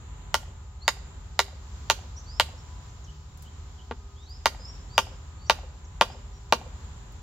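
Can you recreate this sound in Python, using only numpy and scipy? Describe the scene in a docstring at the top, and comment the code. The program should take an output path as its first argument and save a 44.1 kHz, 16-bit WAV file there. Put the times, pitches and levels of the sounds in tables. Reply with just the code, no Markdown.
"""Hard wooden knocks: a sickle's handle drives a bamboo spout into a date palm, five blows, a pause, a light tap, five more.
Each blow is a noise crack, decaying tube modes and a trunk thud; the knock deepens as the tube seats.
Filtered echoes and decaying noise throw it back from the ground, fronds and far surfaces.
Small birds whistle nearby in gliding sines, and noise bursts click as the tube is handled.
Behind lie hissing fronds, a low rumble and faint hiss of shaped noise, and a far engine, probably a water pump, in sines."""
import sys
import numpy as np
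from scipy import signal
from scipy.fft import rfft, irfft, next_fast_len
from scipy.io import wavfile

SR = 44100
rng = np.random.default_rng(int(sys.argv[2]) if len(sys.argv) > 2 else 0)


def to_wav(sig):
    """Store sig (one row per channel, or 1-D mono) as 16-bit WAV at the path in sys.argv[1].

    Samples outside -1..1 are clipped; the rate is SR.
    """
    pcm = np.clip(np.atleast_2d(sig), -1, 1) * 32767
    pcm = np.round(pcm).astype(np.int16)
    wavfile.write(sys.argv[1], SR, pcm.T)  # frames by channels


N = 318402

# colour of the rumble and hiss, before their overall level is set: (frequency [Hz], relative density [dB per Hz])
BED_COLOUR = [(25, -18.5), (50, -1), (110, -9.5), (170, -18), (300, -26), (600, -30.5), (1050, -27),
              (2300, -36), (4000, -37), (5200, -49), (6700, -35.5), (7300, -27), (7600, -39), (7950, -61),
              (16000, -60.5)]
# how alike the rumble and hiss are at left and right: (frequency [Hz], correlation [-1 to 1])
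BED_LIKENESS = [(60, 0.95), (180, 0.98), (550, 0.41), (1650, -0.0096), (4970, -0.16), (15000, 0.13)]
# exhaust of the far engine, before fading: (multiple of the firing rate, level [dB rms])
EXHAUST_ORDERS = [(4, -51), (5, -51), (6, -48), (7, -54), (9, -57.5), (12, -61)]
# faint machine whine, before fading: (frequency [Hz], level [dB rms])
WHINE_TONES = [(398.4, -70), (748.3, -74), (845.2, -76), (872.1, -72), (995.9, -70), (1244, -73)]
# a breeze stirs the fronds, before flutter: (time [s], level [dB rms])
BREEZE = [(0, -74), (1, -69), (1.7, -61.5), (4.8, -65), (5.6, -67.5), (7.2, -65)]
# colour of the frond hiss: (frequency [Hz], relative density [dB per Hz])
FROND_COLOUR = [(1500, -53), (3000, 1), (5000, 5.5), (6800, 1.5), (7600, -5), (8200, -40), (11000, -15),
                (16000, -18)]
# slurred whistles of the nearest bird: (time [s], length [s], start [Hz], end [Hz], level [dB])
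WHISTLES = [(0.799, 0.14, 4070, 4950, -46), (2.246, 0.16, 4090, 5400, -44.5),
            (2.572, 0.047, 5410, 5400, -56), (4.149, 0.14, 3070, 3960, -55.5),
            (4.253, 0.13, 3920, 5310, -45.5), (4.588, 0.11, 5010, 5130, -45.5),
            (4.672, 0.046, 5500, 5570, -43.5), (4.732, .06, 5600, 5540, -59),
            (4.887, 0.19, 4260, 5350, -45), (5.37, 0.17, 4380, 4700, -55),
            (6.067, 0.095, 4460, 5300, -52.5), (6.331, 0.06, 5650, 5640, -60)]
# short, high, rising chirps: (time [s], level [dB])
CHIRPS = [(2.159, -44), (4.215, -56.5), (5.455, -51)]
# a second bird's cheep, dipping and rising again: (time [s], level [dB])
CHEEPS = [(3.064, -50.5), (3.441, -53), (3.778, -52.5)]
# quick falling chips: (time [s], level [dB])
CHIPS = [(2.881, -58), (3.035, -53), (5.84, -47.5)]
# small ticks as the tube is handled: (time [s], relative level [dB])
TICKS = [(3.374, -45), (3.4233, -38.5), (4.295, -55.5), (7.121, -51)]
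# far reflectors, each returning one band: (delay [s], level [dB], centre [Hz], width [Hz])
ECHOES = [(0.0878, -19.5, 758, 56), (0.09, -35, 2200, 895), (0.1348, -19.5, 510, 50.4)]
# scatter from fronds and ground: (frequency [Hz], early level [dB], late level [dB], late t60 [s])
SCATTER = [(260, 5, -9.5, 1), (533, -10, -23.5, 0.92), (900, -13.5, -34, 1), (2670, -7.5, -23, 0.52),
           (6450, -2, -19, 0.5), (9000, -4, -8.5, 0.25), (14800, -16, -7, 0.19)]
# relative colour of the contact crack: (frequency [Hz], density [dB per Hz])
CRACK_COLOUR = [(400, -38), (1500, -6), (3000, 3.5), (4300, -3), (6300, -2.5), (7500, -10.5), (10000, -15),
                (12500, -13), (16000, -22.5)]
# modes of tube, handle and trunk, before the low cut:
# (frequency [Hz], level with the tube shallow [dB], level with it deep [dB], t60 [s])
MODES = [(396.7, -27.5, -31, 0.12), (513, -19.5, -11.5, 0.038), (616, -11, -4, 0.014),
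         (901, -15.5, -10, 0.041), (1052, -22, -16, 0.036), (1156, -21.5, -16, 0.037),
         (1415, -18.5, -18.8, 0.035), (1597, -20.5, -18, 0.021), (1907, -13, -17.5, 0.016),
         (2187, -17.5, -25, 0.017), (2379, -28.5, -18.5, 0.022), (2836, -19, -13.5, 0.014),
         (3160, -16, -16.5, 0.014), (3580, -12, -14.5, 0.0072), (4026, -13.5, -18, 0.009),
         (4730, -18.5, -16.5, 0.0079), (5720, -17, -20, 0.0038), (6920, -12, -36, 0.0044)]
# dull trunk modes, relative to the thud level: (frequency [Hz], level [dB], t60 [s])
TRUNK_MODES = [(242, -9.5, 0.04), (497, 2, 0.015)]
# the blows: (time [s], force [dB], crack relative to the blow [dB], brightness above 1.5 kHz [dB per octave])
BLOWS = [(.3424, 1.5, -1, -8), (0.8792, 1.5, -1.5, .5), (1.3915, 2, -2, 0), (1.8995, 1.5, -1, 1.2),
         (2.398, 1.6, 0, 1), (3.9111, -14.5, -26, -7), (4.4572, 2.45, -2.5, 0.5), (4.9791, 3, -2.5, -0.5),
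         (5.4973, 3.5, -5.5, 0), (6.011, 4, -6.5, -2), (6.524, 3, -6.5, -1.5)]
# level of the blows at the left relative to the right: (frequency [Hz], level [dB])
LEFT_TILT = [(200, 0.7), (1200, 2), (2800, -2), (5500, -8), (10000, -5.5), (14000, -11)]

WHISTLE_BOW = 0.19  # share of its climb by which a whistle is ahead at half time
CHIRP_LENGTH_S, CHIRP_START_HZ, CHIRP_END_HZ = 0.054, 5400, 6400
CHEEP_LENGTH_S, CHEEP_HZ, CHEEP_DIP_HZ = 0.0507, 3450, 473
CHIP_LENGTH_S, CHIP_TOP_HZ, CHIP_END_HZ = 0.023, 7400, 5040
# quaver as a share of the pitch: whistles and cheeps are nearly pure, chirps and chips buzz
WHISTLE_WAVER, CHIRP_WAVER = 0.021, 0.051
BOUNCE_S = 0.0087  # delay of the near bounce
# depth of the tube (about 0 shallow, 1 deep): at the start, and what a blow of 0 dB adds
START_DEPTH, DRIVE_PER_BLOW = 0.14, 0.081
# thud relative to the blow: shallow [dB], gain as the tube seats [dB per depth], loss [dB per dB of force]
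THUD_DB, THUD_SEATED_DB, THUD_LOSS = -37, 20, 1.17
EDGE_HZ = 16200  # cutoff of the final low-pass


def amp(db):
    """Decibels to gain."""
    return 10 ** (np.asarray(db) / 20)


def unit(x):
    """Scales to rms 1."""
    return x / np.sqrt(np.mean(x ** 2) + 1e-20)


def read(table, hz, axis=1):
    """One column of a table, joined by lines over log frequency."""
    columns = np.transpose(table)
    return np.interp(np.log(hz + 1), np.log(columns[0] + 1), columns[axis])


def colour(x, table, axis=1):
    """Filters x by a table of dB over frequency."""
    length = x.shape[-1]
    size = next_fast_len(length + 512)
    gain = amp(read(table, np.fft.rfftfreq(size, 1 / SR), axis=axis))
    return irfft(rfft(x, size) * gain, size)[..., :length]


def cut(x, hz, kind, order=2):
    """Causal low-pass or high-pass."""
    sos = signal.butter(order, min(hz, SR / 2 - 1), kind, fs=SR, output="sos")
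    return signal.sosfilt(sos, x)


def add(mix, s, sound):
    """Mixes a sound in at time s."""
    part = mix[..., max(round(s * SR), 0):][..., :sound.shape[-1]]
    part += sound[..., :part.shape[-1]]


def delayed(x, s):
    """The same sound s seconds later."""
    out = np.zeros_like(x)
    add(out, s, x)
    return out


def drift(rate, size=N):
    """Random wander: normal values drawn at rate per second, joined by lines."""
    at = np.arange(size) * rate / SR
    return np.interp(at, np.arange(4096), rng.standard_normal(4096))


def rumble_and_hiss(level_db=-46, swell_db=2.13):
    """Low rumble of open country under a faint hiss: shaped noise, more alike in the bass, swelling."""
    a, b = rfft(rng.standard_normal((2, N)))
    hz = np.fft.rfftfreq(N, 1 / SR)
    same = np.clip(read(BED_LIKENESS, hz), -1, 1)
    right = same * a + np.sqrt(1 - same ** 2) * b
    noise = irfft(np.array([a, right]) * amp(read(BED_COLOUR, hz)), N)
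    return amp(level_db + swell_db * drift(2.79)) * unit(cut(noise, 21, "high"))


def engine(firing_hz=12.4, wander=0.0063, fade_db=3.0, whine_wander=0.00237):
    """Only low exhaust orders and a thin whine carry this far, fading in the moving air."""
    turns = np.cumsum(firing_hz * (1 + wander * drift(1.913))) / SR
    thud, whine = 0, 0
    for order, db in EXHAUST_ORDERS:
        level = amp(db + fade_db * drift(6.4))
        thud = thud + level * np.sin(2 * np.pi * (round(order) * turns + rng.random()))
    for hz, db in WHINE_TONES:
        level = amp(db + fade_db * drift(4.4))
        cycles = np.cumsum(hz * (1 + whine_wander * drift(12))) / SR
        whine = whine + level * np.sin(2 * np.pi * cycles)
    return np.sqrt(2) * (thud + whine)  # sine rms to peak


def rustle(flutter_db=1.5):
    """A thin, fluttering hiss of palm fronds: shaped noise following the breeze."""
    level_db = np.interp(np.arange(N) / SR, *np.transpose(BREEZE)) + flutter_db * drift(14)
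    return amp(level_db) * unit(colour(rng.standard_normal((2, N)), FROND_COLOUR))


def foliage(x, direct_db=-2, wet_db=-7, t60=0.58):
    """Leaves smear sounds from deep in the trees: a decaying noise tail joins the direct sound."""
    t = np.arange(SR // 2) / SR
    tail = rng.standard_normal((2, len(t))) * amp(-60 * t / t60)
    smeared = signal.fftconvolve(x, tail / np.linalg.norm(tail[0]), axes=1)[:, :N]
    return amp(direct_db) * x + amp(wet_db) * smeared


def note(length, first_hz, last_hz, bow_hz, db, waver, flutter_db=4):
    """A thin note gliding along an arc, bow_hz off the straight line at half time, with a quaver."""
    u = np.linspace(0, 1, int(length * SR))
    arc_hz = first_hz + (last_hz - first_hz) * u + bow_hz * (1 - (2 * u - 1) ** 2)
    hz = arc_hz * (1 + waver * drift(671, size=len(u)))
    swell = np.sin(np.pi * u).clip(0) * amp(db + flutter_db * drift(90, size=len(u)))
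    return swell * np.sin(2 * np.pi * np.cumsum(hz) / SR)


def birds(pan_db=-1):
    """Slurred whistles, rising chirps, dipping cheeps and falling chips, set slightly to the right."""
    out = np.zeros(N)
    for s, length, first_hz, last_hz, db in WHISTLES:
        bow_hz = WHISTLE_BOW * (last_hz - first_hz)
        add(out, s, note(length, first_hz, last_hz, bow_hz, db, WHISTLE_WAVER))
    for s, db in CHIRPS:
        add(out, s, note(CHIRP_LENGTH_S, CHIRP_START_HZ, CHIRP_END_HZ, 0, db, CHIRP_WAVER))
    for s, db in CHEEPS:
        add(out, s, note(CHEEP_LENGTH_S, CHEEP_HZ, CHEEP_HZ, -CHEEP_DIP_HZ, db, WHISTLE_WAVER))
    for s, db in CHIPS:
        add(out, s, note(CHIP_LENGTH_S, CHIP_TOP_HZ, CHIP_END_HZ, 0, db, CHIRP_WAVER))
    return out * amp([[pan_db / 2], [-pan_db / 2]])


def ticks(decay_s=0.0056):
    """Dry, thin clicks of bamboo against bark: treble noise dying in milliseconds."""
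    out, t = np.zeros((2, N)), np.arange(SR // 30) / SR
    for s, db in TICKS:
        hiss = cut(rng.standard_normal((2, len(t))), 5300, "high")
        add(out, s, amp(db) / 2 * hiss * np.exp(-t / decay_s))
    return out


def reflections(x, bounce_s, bounce_db=-8, bounce_edge_hz=850):
    """One near bounce, strongest in the treble, and narrow echoes from far surfaces."""
    out = amp(bounce_db) * delayed(cut(x, bounce_edge_hz, "high", order=1), bounce_s)
    for s, db, hz, width_hz in ECHOES:
        band = signal.lfilter(*signal.iirpeak(hz, hz / width_hz, fs=SR), x)
        out += amp(db) * delayed(band, s)
    return out


def scatter(x, early_t60=0.091, onset_s=0.0052, apart_hz=1200):
    """Quick scatter from the fronds and a faint open-air tail: coloured noise convolved with the sound."""
    t = np.arange(SR // 2) / SR
    mid, side = rng.standard_normal((2, 2, len(t)))
    side = cut(side, apart_hz, "high", order=1)  # left and right share the bass
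    early, late = np.stack([mid + side, mid - side], 1)
    early = early * amp(-60 * t / early_t60) * (1 - np.exp(-(t / onset_s) ** 2))
    # the late part dies at a different rate in each band
    hz, at, bands = signal.stft(late, SR, nperseg=256)
    fade = amp(-60 * at / read(SCATTER, hz, axis=3)[:, None])
    late = signal.istft(bands * fade, SR, nperseg=256)[1][:, :len(t)]
    late = late * (1 - np.exp(-t / 0.005))
    early_tail = colour(early / np.linalg.norm(early[0]), SCATTER, axis=1)
    late_tail = colour(late / np.linalg.norm(late[0]), SCATTER, axis=2)
    return signal.fftconvolve(x, early_tail + late_tail, axes=1)[:, :x.shape[1]]


def crack(burst_s=0.00086, rise_s=0.00085, same=0.91):
    """Fibres crush at the contact: a millisecond noise burst, its spectrum evened out, then coloured."""
    t = np.arange(SR // 8) / SR
    shared, apart = rng.standard_normal((2, len(t)))
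    same = np.clip(same, 0, 1)
    pair = np.array([shared, same * shared + np.sqrt(1 - same ** 2) * apart])
    burst = pair * np.exp(-t / burst_s) * (1 - np.exp(-t / rise_s)) ** 2
    spectrum = rfft(burst, 2 * len(t))
    size = abs(spectrum)
    even = irfft(spectrum / (size + 0.1 * size.mean()))[:, :len(t)]
    sound = colour(even, CRACK_COLOUR)
    return sound / np.linalg.norm(sound[0])


def blow(crack_db, depth, bright_db, thud_db, burst_db=2.5, vary_db=-0.2):
    """A short crack of contact, the ring of the tube, and a thud from the trunk as decaying modes."""
    t = np.arange(SR // 8) / SR
    hz, shallow_db, deep_db, t60 = np.transpose(MODES)[:, :, None]
    # each blow lands a little differently, which changes the upper modes most
    upper_octaves = np.log2(np.maximum(hz / 1500, 1))
    slope_db = bright_db + vary_db * rng.standard_normal(hz.shape)
    level_db = shallow_db + depth * (deep_db - shallow_db) + upper_octaves * slope_db
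    # struck at one end and heard from the other, neighbouring modes swing in opposite senses
    sense = (-1) ** np.arange(len(MODES))[:, None]
    ring = (sense * amp(level_db - 60 * t / t60) * np.sin(2 * np.pi * hz * t)).sum(0)
    thud = 0
    for mode_hz, db, decay in TRUNK_MODES:
        thud = thud + amp(thud_db + db - 60 * t / decay) * np.sin(2 * np.pi * mode_hz * t)
    return cut(ring, 724, "high") + cut(thud, 276, "high") + amp(burst_db + crack_db) * crack()


def knocks():
    """Each blow drives the tube deeper by its force; all are brighter and slightly earlier at the right."""
    out, depth = np.zeros((2, N)), START_DEPTH
    for s, force_db, crack_db, bright_db in BLOWS:
        thud_db = THUD_DB + THUD_SEATED_DB * depth - THUD_LOSS * force_db
        struck = amp(force_db) * blow(crack_db, depth, bright_db, thud_db)
        sound = np.pad(struck, ((0, 0), (0, SR // 2)))  # room for the tail
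        add(out, s, sound + reflections(sound, BOUNCE_S) + scatter(sound))
        depth = depth + DRIVE_PER_BLOW * amp(force_db)
    # half of the tilt goes to each side
    left_tilt = [(hz, db / 2) for hz, db in LEFT_TILT]
    right_tilt = [(hz, -db) for hz, db in left_tilt]
    return np.array([colour(delayed(out[0], 1 / SR), left_tilt), colour(out[1], right_tilt)])


def scene():
    """Knocks, ticks and birds among the trees, over the far background."""
    handling = ticks()
    background = rumble_and_hiss() + engine() + rustle()
    return background + foliage(birds()) + handling + scatter(handling) + knocks()


def record(dry, ceiling=2.0):
    """The sharpest peaks are rounded off; then a steep low-pass limits the band."""
    held = dry / (1 + (dry / ceiling) ** 4) ** (1 / 4)
    low_pass = signal.firwin(255, EDGE_HZ, window=("kaiser", 8), fs=SR)
    return signal.oaconvolve(held, low_pass[None], "same")


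dry = scene()
out = record(dry)
to_wav(out)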